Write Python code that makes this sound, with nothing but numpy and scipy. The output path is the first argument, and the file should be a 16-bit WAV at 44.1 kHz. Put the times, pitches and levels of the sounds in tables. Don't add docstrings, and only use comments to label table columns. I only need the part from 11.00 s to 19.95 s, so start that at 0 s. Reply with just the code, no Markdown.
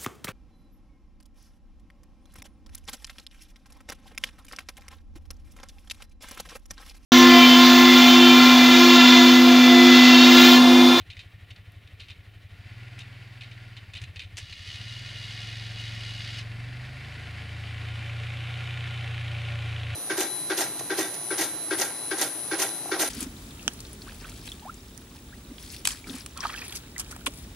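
import sys
import numpy as np
from scipy import signal
from scipy.fft import rfft, irfft, next_fast_len
from scipy.io import wavfile
from scipy.ndimage import uniform_filter1d

SR = 44100
rng = np.random.default_rng(int(sys.argv[2]) if len(sys.argv) > 2 else 0)


def log_audio(samples):
    frames = np.atleast_2d(samples).T
    limited = np.clip(frames, -1, 1)
    pcm = np.round(limited * 32767).astype(np.int16)
    wavfile.write(sys.argv[1], SR, pcm)


def volts_from_decibels(level):
    exponent = np.asarray(level, float) / 20
    return 10 ** exponent


N = 394694
T = np.arange(N) / SR
TURNING_S = 6.15, 7.42


def evened(x):
    return x / np.sqrt(np.mean(x ** 2) + 1e-20)


def curves(rows):
    s, *columns = np.transpose(rows)
    return [np.interp(T, s, column) for column in columns]


def colour(x, points):
    size = next_fast_len(len(x))
    hz, db = np.transpose(points)
    shape_db = np.interp(np.log(np.fft.rfftfreq(size, 1 / SR) + 1), np.log(hz), db)
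    return irfft(rfft(x, size) * volts_from_decibels(shape_db), size)[:len(x)]


def resonate(x, hz, width):
    r = np.exp(-np.pi * width / SR)
    return 2 * signal.lfilter([1 - r], [1, -r * np.exp(2j * np.pi * hz / SR)], x).real


def rings(x, modes, widen):
    return sum(volts_from_decibels(db) * resonate(x, hz, widen * width) for hz, width, db in modes)


def wander(per_s):
    count = int(N / SR * 200) + 2
    slow = uniform_filter1d(rng.standard_normal(count), max(int(200 / per_s), 1))
    return evened(np.interp(T, np.linspace(0, T[-1], count), slow))


def burst(turns, place, width):
    return np.exp(-((turns - place) % 1) / width)


def exhaust(turns, rate, load, level_db):
    # (frequency [Hz], level [dB])
    muffler_cool = [(47, -7.5), (59, -18), (80, -3), (107, -3), (119, -17), (140, -18), (170, -25),
                    (230, -40)]
    # (frequency [Hz], level [dB])
    muffler_away = [(44, -9.5), (62, -31), (84, -11), (111, 0), (123, -2), (144, -26), (164, -18),
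                    (200, -40)]
    # (frequency [Hz], level [dB])
    muffler_round = [(50, -13), (60, -24), (84, -4), (99, -14), (114, 0), (126, -2), (148, -20), (200, -40)]
    # (frequency [Hz], bandwidth [Hz], level side-on [dB], level facing [dB])
    pipe_modes = [(173, 55, -24, -28.5), (246.6, 25, -27, -41.5), (452, 39, -57, -45),
                  (580, 16, -34.5, -30), (743, 54, -29, -50), (1075, 36, -49, -46)]
    stride = 16
    outlet_hz = 40
    uneven = 1 - .7 * load
    slow_rate = rate[::stride]
    hot = np.interp(slow_rate, (15, 19), [0, 1])
    swung = np.interp(T[::stride], (5.2, 5.8), [0, 1])
    shares = 1 - hot, hot * (1 - swung), hot * swung
    sweep = np.dot([-1.6, 1, 4], shares)

    thud = 0
    for order in range(1, 13):
        hz = order * slow_rate
        passed_db = 0
        for share, muffler in zip(shares, (muffler_cool, muffler_away, muffler_round)):
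            muffler_hz, muffler_db = np.transpose(muffler)
            passed_db = passed_db + share * np.interp(np.log(hz), np.log(muffler_hz), muffler_db)
        radiated = volts_from_decibels(passed_db) / (1 + (outlet_hz / hz) ** 4)
        phase = np.exp(1j * sweep * ((hz - 100) / 60) ** 2)
        wobble = volts_from_decibels(1.8 * uneven * wander(12)) * np.exp(.25j * uneven * wander(8))
        carrier = np.exp(2j * np.pi * order * turns[::stride])
        thud = thud - (radiated * phase * wobble[::stride] * carrier).real
    thud = signal.resample_poly(thud, stride, 1)[:N]

    rumble = evened(resonate(resonate(rng.standard_normal(N), 105, 60), 105, 60))
    fired = np.diff(np.floor(turns), prepend=np.floor(turns[0])) > 0
    kicks = fired * volts_from_decibels(2.0 * wander(15))
    pipe = 0
    for hz, width, side_db, facing_db in pipe_modes:
        mode = evened(resonate(resonate(kicks, hz, width), hz, width))
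        pipe = pipe + volts_from_decibels(np.interp(T, TURNING_S, [side_db, facing_db])) * mode
    return volts_from_decibels(level_db) * (np.sqrt(2) * thud + pipe + volts_from_decibels(-13) * uneven * rumble)


def pop():
    since = T - 3.04
    return volts_from_decibels(-39 - 4.3 * (since / .022) ** 2) * np.cos(2 * np.pi * 117 * since)


def clatter(turns, rate, load, level_db):
    # (frequency [Hz], level [dB per Hz])
    casing_facing = [(100, -23), (170, -8.5), (514, -10.5), (575, -7), (631, -13), (762, -2.5),
                     (885, -14.5), (1410, -7.5), (1550, -7), (2390, -2.5), (3750, -11), (5770, -25.5),
                     (15000, -39.5)]
    casing_side = [(100, -19), (170, -2), (477, -13), (762, -10), (868, -14.5), (1090, -14), (1260, -14.5),
                   (1410, -9), (2020, -2.5), (3820, -16), (4600, -13.5), (5880, -26.5), (15000, -37)]
    casing_idle = [(100, -15), (170, 6), (238, -6.5), (304, -0.5), (340, -8), (707, -7.5), (954, -14.5),
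                   (1190, -11), (1550, -9.5), (1840, 0), (3960, -11), (6450, -26), (12000, -28.5),
                   (15000, -34)]
    # (frequency [Hz], level [dB per Hz])
    valve_spectrum = [(900, -87), (1700, 5.5), (2400, 10.5), (3600, 5.5), (5000, -15), (9000, -25),
                      (14000, -47)]
    # (frequency [Hz], bandwidth [Hz], level [dB])
    panels = [(1100, 114, -13.5), (1422, 27, -1.5), (2392, 15, -1), (2700, 26, -1), (3020, 45, -5.5),
              (3780, 510, -20.5)]
    cycle = np.floor(turns + 1).astype(int)
    tick = volts_from_decibels(.7 * rng.standard_normal((400, 2)))[cycle].T
    ticks = tick[0] * burst(turns, .1, .08) + .5 * tick[1] * burst(turns, .6, .1)
    breathing = .3 * (1 - load) * np.cos(2 * np.pi * (turns - .75))
    pulsing = 0.077 * load * np.cos(2 * np.pi * (turns - .1))
    rush = (1 + breathing + pulsing) * volts_from_decibels(0.63 * wander(23)) * rng.standard_normal(N)
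    since = (2 * (turns - .1) % 1 / (2 * rate) * SR).astype(int)
    seat = rng.standard_normal(SR)[since]
    valves = ticks * (seat + 1.1 * rng.standard_normal(N))

    facing = np.interp(T, TURNING_S, [0, 1])
    pulling = (1 - facing) * evened(colour(rush, casing_side)) + facing * evened(colour(rush, casing_facing))
    body = (1 - load) * evened(colour(rush, casing_idle)) + load * pulling
    covers = volts_from_decibels(-12.0 + 1.95 * facing) * evened(rings(rush + 0.71 * valves, panels, widen=0.75))
    sharp_db = -7.5 + 4.5 * facing + .25 * (rate - 29)
    impacts = volts_from_decibels(sharp_db) * evened(colour(valves, valve_spectrum))
    return volts_from_decibels(level_db) * evened(body + covers + impacts)


def winch():
    # (frequency [Hz], level [dB per Hz])
    winch_body = [(710, -48), (1200, -12), (1420, -36), (1580, -14), (1830, 2), (2650, -10), (2880, 8.5),
                  (3140, -0.5), (4790, 0), (5610, -12.5), (15000, -42)]
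    # (frequency [Hz], bandwidth [Hz], level [dB])
    winch_rings = [(1400, 15, 0.5), (1820, 51, -35), (2150, 64, 0), (2520, 67, 1.5), (2630, 57, -21.5),
                   (3400, 75, 1), (3830, 41, 2), (5370, 110, -12), (5960, 200, -13.5), (6440, 35, -11)]
    # (time [s], level [dB])
    snags = [
        (3.627, 11),
        (3.655, 7),
        (3.985, 9),
        (4.643, 9),
        (5.277, 16),
    ]
    start, stop = 3.347, 5.44
    level_db = -41.5 - 8 * np.exp(-np.maximum(T - start, 0) / .33)
    turns = np.cumsum(73 * (1 + 0.025 * wander(3))) / SR
    knock = volts_from_decibels(2.2 * rng.standard_normal(800))[turns.astype(int)]
    drive = (1 + 1.1 * knock * burst(turns, 0, .35)) * volts_from_decibels(1.1 * wander(9)) * rng.standard_normal(N)
    jumps_db = sum(db * np.exp(-((T - s) / 0.0062) ** 2) for s, db in snags)
    drum = resonate(drive * volts_from_decibels(6.1 * wander(40) + jumps_db), 2881, 77)
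    housing = evened(rings(drive, winch_rings, widen=.9))
    sound = evened(colour(drive, winch_body)) + 0.48 * housing + 0.25 * evened(drum)
    running = np.clip(np.minimum((T - start) / 0.05, (stop - T) / .05), 0, 1)
    return volts_from_decibels(level_db) * running * evened(sound)


def rattles():
    # (time [s], peak level [dB], decay time T60 [s])
    loose_jolts = [(0.0044, -45.5, 0.091), (0.0998, -34, 0.098), (0.1128, -39, 0.31), (0.167, -35.5, 0.06),
                   (0.191, -34, 0.12), (0.504, -35.5, 0.097), (0.5602, -44, 0.06), (0.872, -45, 0.065),
                   (0.997, -31.5, 0.22), (1.083, -39, 0.18), (1.099, -31.5, 0.11), (1.801, -50, 0.063),
                   (2.0036, -34, 0.11), (2.4073, -33, 0.19), (2.433, -35, 0.059), (2.512, -38, 0.1),
                   (2.7658, -33.5, 0.074), (2.95, -31.5, 0.17), (2.9679, -31, 0.071), (3.159, -31.5, 0.096),
                   (3.1923, -26, 0.17), (3.216, -36, 0.085), (3.5251, -31.5, 0.045)]
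    # (time [s], peak level [dB], treble level [dB])
    knocks = [
        (1.988, -33.5, -6),
        (2.9349, -31.5, -17),
        (3.015, -36, -4),
        (3.038, -30.5, -14),
        (3.3695, -25, 7),
        (3.375, -27, 5),
        (3.397, -41, -1),
        (5.388, -32.5, -6),
    ]
    # (frequency [Hz], bandwidth [Hz], level [dB])
    steel = [(2020, 27, -33), (2540, 57, -8.5), (2860, 150, -6), (3130, 24, 0.5), (3507, 40, -2),
             (3714, 71, 0), (4050, 62, -2.5), (4420, 28, -6)]
    out, t = np.zeros(N), np.arange(6000) / SR
    jolts = [(s, db, -33, t60) for s, db, t60 in loose_jolts]
    jolts += [(s, db, treble_db, 0.077) for s, db, treble_db in knocks]
    for s, db, treble_db, t60 in jolts:
        strikes = rng.standard_normal(len(t)) * volts_from_decibels(3.5 * np.repeat(rng.standard_normal(60), 100))
        chatter = strikes * np.minimum(t / .0015, 1) * volts_from_decibels(-60 * t / t60)
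        clank = evened(resonate(chatter, 2850, 1200)) + 3.0 * evened(rings(chatter, steel, widen=1.36))
        clank += volts_from_decibels(treble_db + 21.0) * evened(resonate(chatter, 6400, 4100))
        clank = colour(clank, [(500, -4), (1400, 0.5), (2000, 10.5), (12000, -8.5), (16000, -6)])
        part = out[round(s * SR):][:len(t)]
        part += volts_from_decibels(db) * clank[:len(part)] / abs(clank).max()
    return out


def snaps():
    # (time [s], peak level [dB])
    crystals = [
        (0.72, -50),
        (3.5, -55),
        (3.92, -59),
    ]
    out, t = np.zeros(N), np.arange(600) / SR
    for s, db in crystals:
        tick = resonate(rng.standard_normal(len(t)) * volts_from_decibels(-60 * t / .012), 12000, 3500)
        out[round(s * SR):][:len(t)] += volts_from_decibels(db) * tick / abs(tick).max()
    return out


def yard(x):
    taps = rng.choice([-1., 1.], (2, 12000)) * (rng.random((2, 12000)) < .05)
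    taps *= volts_from_decibels(-60 * np.arange(12000) / SR / 0.063)
    taps[:, :300] = 0
    thin = colour(x, [(150, -21), (300, -3)])
    thin = colour(thin, [(600, 9), (1200, 3.5), (3000, 2), (5000, -3), (9000, -7)])
    return signal.fftconvolve(thin[None], taps / np.linalg.norm(taps[0]), axes=1)[:, :N]


def air():
    # (frequency [Hz], level [dB per Hz])
    air_spectrum = [(20, 11), (40, 33), (150, 23), (400, 25), (1000, -18), (5000, -19), (10000, 5),
                    (15700, 8.5)]
    # (frequency [Hz], likeness [0 to 1])
    likeness = [(100, 0.88), (1000, 0.22), (5000, 0.26), (12000, 0.047)]
    size = next_fast_len(N)
    hz, same = np.transpose(likeness)
    same = np.clip(np.interp(np.log(np.fft.rfftfreq(size, 1 / SR) + 1), np.log(hz), same), 0, 1)
    left, other = rfft(rng.standard_normal((2, size)))
    right = same * left + np.sqrt(1 - same ** 2) * other
    sides = [colour(irfft(z, size)[:N], air_spectrum) for z in (left, right)]
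    return volts_from_decibels(-67.5) * evened(np.array(sides))


def scene():
    # (time [s], firing rate [1/s])
    speed = [(0.0, 11.98), (1.45, 11.65), (1.63, 16.35), (1.83, 19.77), (2.08, 20.63), (2.78, 19.2),
             (2.87, 15.8), (3.27, 11.5), (3.61, 11.46), (3.78, 17.49), (4.02, 20.66), (4.55, 22.3),
             (5.46, 22.55), (6.14, 26.66), (6.67, 27.9), (7.64, 29.98), (7.84, 29.84), (8.95, 28.51)]
    # (time [s], level above the first idle [dB])
    effort = [(0.0, -0.7), (1.45, -1), (1.68, 4), (2.1, 0.5), (2.74, 1), (2.9, 0.8), (3.02, 5), (3.15, 2.7),
              (3.6, 1.1), (3.78, 5.5), (4.1, 4), (4.7, 6), (5.6, 8), (6.0, 6), (6.4, 7), (7.2, 8),
              (8.2, 10), (8.95, 10)]
    # (frequency [Hz], level [dB])
    distance = [(7000, 0), (10500, 0), (12500, -9), (15500, -12)]
    idle_rate, loaded_rate = 13.4, 15.2
    rate, = curves(speed)
    turns = np.cumsum(rate) / SR - .2
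    load = np.clip((rate - idle_rate) / (loaded_rate - idle_rate), 0, 1)
    effort_db, = curves(effort)
    extra_rate = rate - rate[0]
    exhaust_db = -49.5 + 0.35 * extra_rate + effort_db
    clatter_db = -57 + 0.6257 * extra_rate + 0.44 * effort_db
    engine = exhaust(turns, rate, load, exhaust_db) + clatter(turns, rate, load, clatter_db)
    quad = colour(engine + pop() + winch() + rattles(), distance)
    direct = quad * volts_from_decibels([[.15], [-.15]])
    return direct + volts_from_decibels(-13.5) * yard(quad) + air() + snaps()


def band_limit(x):
    return signal.sosfilt(signal.butter(12, 15730, fs=SR, output="sos"), x)


def record(dry):
    return band_limit(dry)


dry = scene()
out = record(dry)
log_audio(out)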